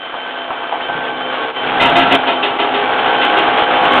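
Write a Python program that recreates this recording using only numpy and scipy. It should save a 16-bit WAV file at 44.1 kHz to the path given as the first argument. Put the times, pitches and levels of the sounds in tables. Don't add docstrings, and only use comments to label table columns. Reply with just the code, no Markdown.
import sys
import numpy as np
from scipy.fft import rfft, irfft, next_fast_len
from scipy.io import wavfile
from scipy.ndimage import map_coordinates

SR = 44100
rng = np.random.default_rng(int(sys.argv[2]) if len(sys.argv) > 2 else 0)


def materialize(psi):
    bounded = np.clip(np.atleast_2d(psi).T, -1, 1)
    quanta = np.round(bounded * 32767).astype(np.int16)
    wavfile.write(sys.argv[1], SR, quanta)


N = 176400
TIME_S = np.arange(N) / SR


def amp(db):
    return 10 ** (np.asarray(db) / 20)


def unit(x):
    return x / np.sqrt(np.mean(x ** 2) + 1e-20)


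def curve(rows, column=1):
    rows = np.asarray(rows)
    return np.interp(TIME_S, rows[:, 0], rows[:, column])


def wobble(rate_hz):
    return map_coordinates(rng.standard_normal(8192), [TIME_S * rate_hz], mode="wrap")


def filtered(x, response):
    size = next_fast_len(N + 8192)
    return irfft(rfft(x, size) * response(np.fft.rfftfreq(size, 1 / SR)), size)[:N]


def coloured(x, spectrum):
    freq_hz, gain_db = np.transpose(spectrum)
    return filtered(x, lambda hz: amp(np.interp(np.log(hz + 1), np.log(freq_hz + 1), gain_db)))


def noise(spectrum, grain_db=0):
    return unit(coloured(rng.standard_normal(N) * amp(grain_db * wobble(700)), spectrum))


def ringing(modes):
    def response(f):
        return sum((-1) ** k * amp(db) * 1j * f * width / (hz * hz - f * f + 1j * f * width)
                   for k, (hz, width, db) in enumerate(modes))
    return unit(filtered(rng.standard_normal(N), response))


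def shaft_angle(speed_hz):
    return 2 * np.pi * np.cumsum(speed_hz) / SR


def tone(angle, waver_db, smear_rad, rate_hz):
    gain = amp(waver_db * wobble(rate_hz))
    return unit(gain * np.sin(angle + smear_rad * wobble(rate_hz) + rng.uniform(0, 2 * np.pi)))


def envelope(start_s, rise_s, hold_s, t60_s):
    age_s = TIME_S - start_s
    return np.clip(age_s / rise_s, 0, 1) * amp(-60 * np.maximum(age_s - hold_s, 0) / t60_s)


# start_s, scrape_db, frame_db, panel_db, hold_s, scrape_t60_s
CATCHES = [(1.796, -6.5, -10.5, -23.5, .04, .4), (1.952, -6, -12.5, -34, 0.026, .4),
           (2.107, -6, -11, -24, .05, 0.025), (2.267, -9, -14, -26, 0.0061, .3),
           (2.424, -10.5, -16.5, -22.5, 0.012, .33), (2.584, -13.5, -18.5, -25.5, .024, .36),
           (2.736, -14.5, -25.5, -24, 0.013, .36), (3.052, -17, -16.5, -28, .015, .2),
           (3.21, -14.5, -26.5, -28, 0.024, .2), (3.366, -17.5, -19.5, -21, 0.032, .25)]
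# freq_hz, gain_db
SCRAPE_SPECTRUM = [(20, -23.5), (150, -15.5), (300, -12.5), (550, 2.5), (850, -14), (1100, -7), (2000, -6),
                   (2900, -5), (3500, -3.5), (4200, 0.5), (6000, -9.5)]
# freq_hz, width_hz, gain_db
BLADE_MODES = [(1907, 7.7, -5), (2031, 41, -1.5), (2471, 25, 0.5), (2497, 33, -0.5), (2640, 25, 0.5),
               (2776, 20, -0.5), (2860, 23, 2), (3076, 50, 0.5), (3332, 17, -1), (3650, 60, 2.5)]
# freq_hz, width_hz, gain_db
FRAME_MODES = [(267.8, 6.9, 4), (344, 17, -2.5), (693.4, 25, 5), (864, 37, -5.5), (932.5, 29, 2.5),
               (1340, 27, 0), (1681, 6.7, -0.5)]
def rasps(panel_hz=407.8, grit_db=-2, blade_db=-4.5, repeat_share=0.67):
    repeated, fresh = (noise(SCRAPE_SPECTRUM, grain_db=3.5) for _ in range(2))
    frame, blade = ringing(FRAME_MODES), ringing(BLADE_MODES)
    panel = tone(2 * np.pi * panel_hz * TIME_S, waver_db=0.87, smear_rad=0.5, rate_hz=25)
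    out = np.zeros(N)
    for start_s, scrape_db, frame_db, panel_db, hold_s, t60_s in CATCHES:
        aligned = np.roll(repeated, round(start_s * SR))
        grit = np.sqrt(repeat_share) * aligned + np.sqrt(1 - repeat_share) * fresh
        scrape = amp(scrape_db) * (amp(grit_db) * grit + amp(blade_db) * blade)
        body = amp(frame_db) * frame + amp(panel_db) * panel
        out += scrape * envelope(start_s, rise_s=0.011, hold_s=hold_s, t60_s=t60_s)
        out += body * envelope(start_s, rise_s=0.02, hold_s=hold_s, t60_s=1.97 * t60_s)
    return out


# time_s, speed_hz
SHAFT_SPEED = [(0, 64.35), (1.0, 64.4), (1.6, 64.3), (2.6, 64.25), (3.1, 64.05), (4, 64.15)]
# shaft_order, gain_db
HUM_PARTIALS = [(2, -25.5), (3, -23), (4, -3.5), (5, -6), (6, -8), (7, -2), (8, -1), (9, -14), (10, -7),
                (11, -13), (12, -11.5), (14, -6.5), (17, -1.5), (18, -7.5), (36, -7), (55, -10)]
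# time_s, level_db
HUM_ENVELOPE = [(0, -48), (.8, -38), (1.05, -35), (1.4, -33.5), (2.6, -32.5), (3.1, -29.5), (4, -26)]
# time_s, order_24_db, order_48_db
WHINE_ENVELOPES = [(0, -34.5, -34), (.13, -40, -39), (.27, -29, -29.5), (.45, -41, -40.5),
                   (.64, -29.5, -32), (.74, -42.5, -40), (.85, -26.5, -29), (1.04, -25.5, -40.5),
                   (1.26, -33.5, -28.5), (1.45, -31.5, -45.5), (1.6, -32.5, -23), (1.75, -31.5, -53.5),
                   (2.0, -27, -31), (2.38, -35.5, -32), (2.6, -38, -33.5), (2.85, -31.5, -41.5),
                   (3.17, -24.5, -23.5), (3.38, -21.5, -35.5), (3.68, -32.5, -30.5), (3.95, -23.5, -26)]
# freq_hz, gain_db
RUSH_SPECTRUM = [(20, -30.5), (100, -24), (210, -16), (270, -6.5), (550, -2.5), (820, 0), (1020, -3),
                 (1550, -1.5), (1850, -8), (3200, -7.5), (4200, -8), (6000, -32.5)]
# time_s, level_db
RUSH_ENVELOPE = [(0, -27.5), (.2, -26), (.45, -26.5), (.85, -25), (.95, -21.5), (1.13, -25.5), (1.38, -20),
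                 (1.5, -23.5), (1.76, -18), (2.05, -15), (2.22, -20), (2.55, -25), (2.9, -18.5),
                 (3.25, -15), (3.7, -15), (3.95, -12)]
def motor():
    angle = shaft_angle(curve(SHAFT_SPEED) + 0.06 * wobble(7))
    hum = sum(amp(db) * tone(order * angle, waver_db=2, smear_rad=0.15, rate_hz=7)
              for order, db in HUM_PARTIALS)
    whine = np.zeros(N)
    for column, order in enumerate((24, 48), start=1):
        partial = tone(order * angle, waver_db=3.57, smear_rad=0.13, rate_hz=30)
        whine += amp(curve(WHINE_ENVELOPES, column)) * partial
    throb = 1 + 0.081 * np.cos(angle)
    rush = unit(noise(RUSH_SPECTRUM, grain_db=2.37) * throb)
    rush_db = curve(RUSH_ENVELOPE) + 0.84 * wobble(25)
    return amp(curve(HUM_ENVELOPE)) * hum + whine + amp(rush_db) * rush


# stroke_order, gain_db
BUZZ_PARTIALS = [(7, -13.5), (12, -1.5), (13, -1), (14, 2.5), (16, -10), (23, -13)]
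# time_s, level_db
BUZZ_ENVELOPE = [(0, -45.5), (1.55, -35.5), (1.85, -24.5), (2.3, -31.5), (2.8, -26), (3.3, -24), (4, -20.5)]
def cutter_buzz(stroke_hz=59, chatter_db=-1.5):
    angle = shaft_angle(stroke_hz + 0.037 * wobble(5.14))
    tones = sum(amp(db) * tone(order * angle, waver_db=0.8, smear_rad=0.073, rate_hz=12)
                for order, db in BUZZ_PARTIALS)
    puffs = np.exp(0.45 * np.cos(angle))
    chatter = unit(noise(RUSH_SPECTRUM) * puffs)
    return amp(curve(BUZZ_ENVELOPE)) * (tones + amp(chatter_db) * chatter)


# start_s, tail_db
FEED_KNOCKS = [(.142, -21.5), (0.505, -20.5), (0.516, -24), (.603, -26.5), (0.625, -23.5), (.685, -27),
               (.72, -19.5), (.737, -24), (.889, -20), (0.983, -26), (1.04, -29)]
# freq_hz, gain_db
KNOCK_SPECTRUM = [(20, -60), (160, -32.5), (300, -19.5), (480, -5.5), (750, 7), (1200, -1), (1900, -15),
                  (3300, -15), (6000, -32)]
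def knocks(crack_boost_db=2, crack_t60_s=0.0066, tail_t60_s=0.31):
    power = np.zeros(N)
    for start_s, tail_db in FEED_KNOCKS:
        age_s = np.maximum(TIME_S - start_s, 0)
        crack = amp(tail_db + crack_boost_db - 60 * age_s / crack_t60_s)
        tail = amp(tail_db - 60 * age_s / tail_t60_s)
        power += (age_s > 0) * (crack ** 2 + tail ** 2)
    return np.sqrt(power) * noise(KNOCK_SPECTRUM, grain_db=3)


# start_s, length_s, pitch_hz, level_db
PART_TONES = [(.05, 1.4, 683.2, -32), (.5, 1.5, 836.3, -32.5), (1.31, 0.16, 1095, -25),
              (2.212, .75, 1162, -31), (3.74, .3, 1108, -22), (3.76, .28, 1127, -29)]
def singing_parts():
    out = np.zeros(N)
    for start_s, length_s, pitch_hz, level_db in PART_TONES:
        progress = np.clip((TIME_S - start_s) / length_s, 0, 1)
        swell = np.sqrt(np.abs(np.sin(np.pi * progress)))
        note = tone(2 * np.pi * pitch_hz * TIME_S, waver_db=1.4, smear_rad=0.12, rate_hz=10)
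        out += amp(level_db) * swell * note
    return out


# time_s, level_db
RUMBLE_ENVELOPE = [(0, -64), (.85, -54), (.91, -35), (1.0, -43.5), (1.12, -45), (1.55, -50), (1.67, -35.5),
                   (1.78, -34.5), (1.86, -26), (2.14, -33.5), (2.25, -43.5), (2.9, -42), (3.75, -41),
                   (3.97, -33.5)]
# freq_hz, gain_db
RUMBLE_SPECTRUM = [(20, -6), (60, -11.5), (100, -1), (170, 6.5), (300, -4), (700, -29.5), (2000, -77)]
def housing_rumble():
    return amp(curve(RUMBLE_ENVELOPE)) * noise(RUMBLE_SPECTRUM)


# centre_s, width_s, depth_db
LEVEL_DIPS = [(0.136, 0.039, 2), (0.712, .022, 4), (1.536, 0.048, 8.5), (2.582, 0.013, 5),
              (3.662, 0.024, 4)]
def scene():
    machine = motor() + singing_parts() + housing_rumble() + cutter_buzz() + rasps() + knocks()
    dip_db = sum(depth_db * np.exp(-(2 * (TIME_S - centre_s) / width_s) ** 4)
                 for centre_s, width_s, depth_db in LEVEL_DIPS)
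    return (machine * amp(-dip_db))[None]


# freq_hz, gain_db
RECORDER_BAND = [(3300, 0.5), (3650, -7.5), (4000, -16.5), (4300, -25), (4600, -40.5), (4900, -72.5)]
def record(dry, saturation=0.65, knee=9.2, ceiling=0.73, cutoff_hz=15900):
    saturated = dry[0] / (1 + np.abs(dry[0] / saturation) ** knee) ** (1 / knee)
    clipped = np.clip(coloured(saturated, RECORDER_BAND), -ceiling, ceiling)
    return filtered(clipped, lambda hz: hz < cutoff_hz)[None]


dry = scene()
out = record(dry)
materialize(out)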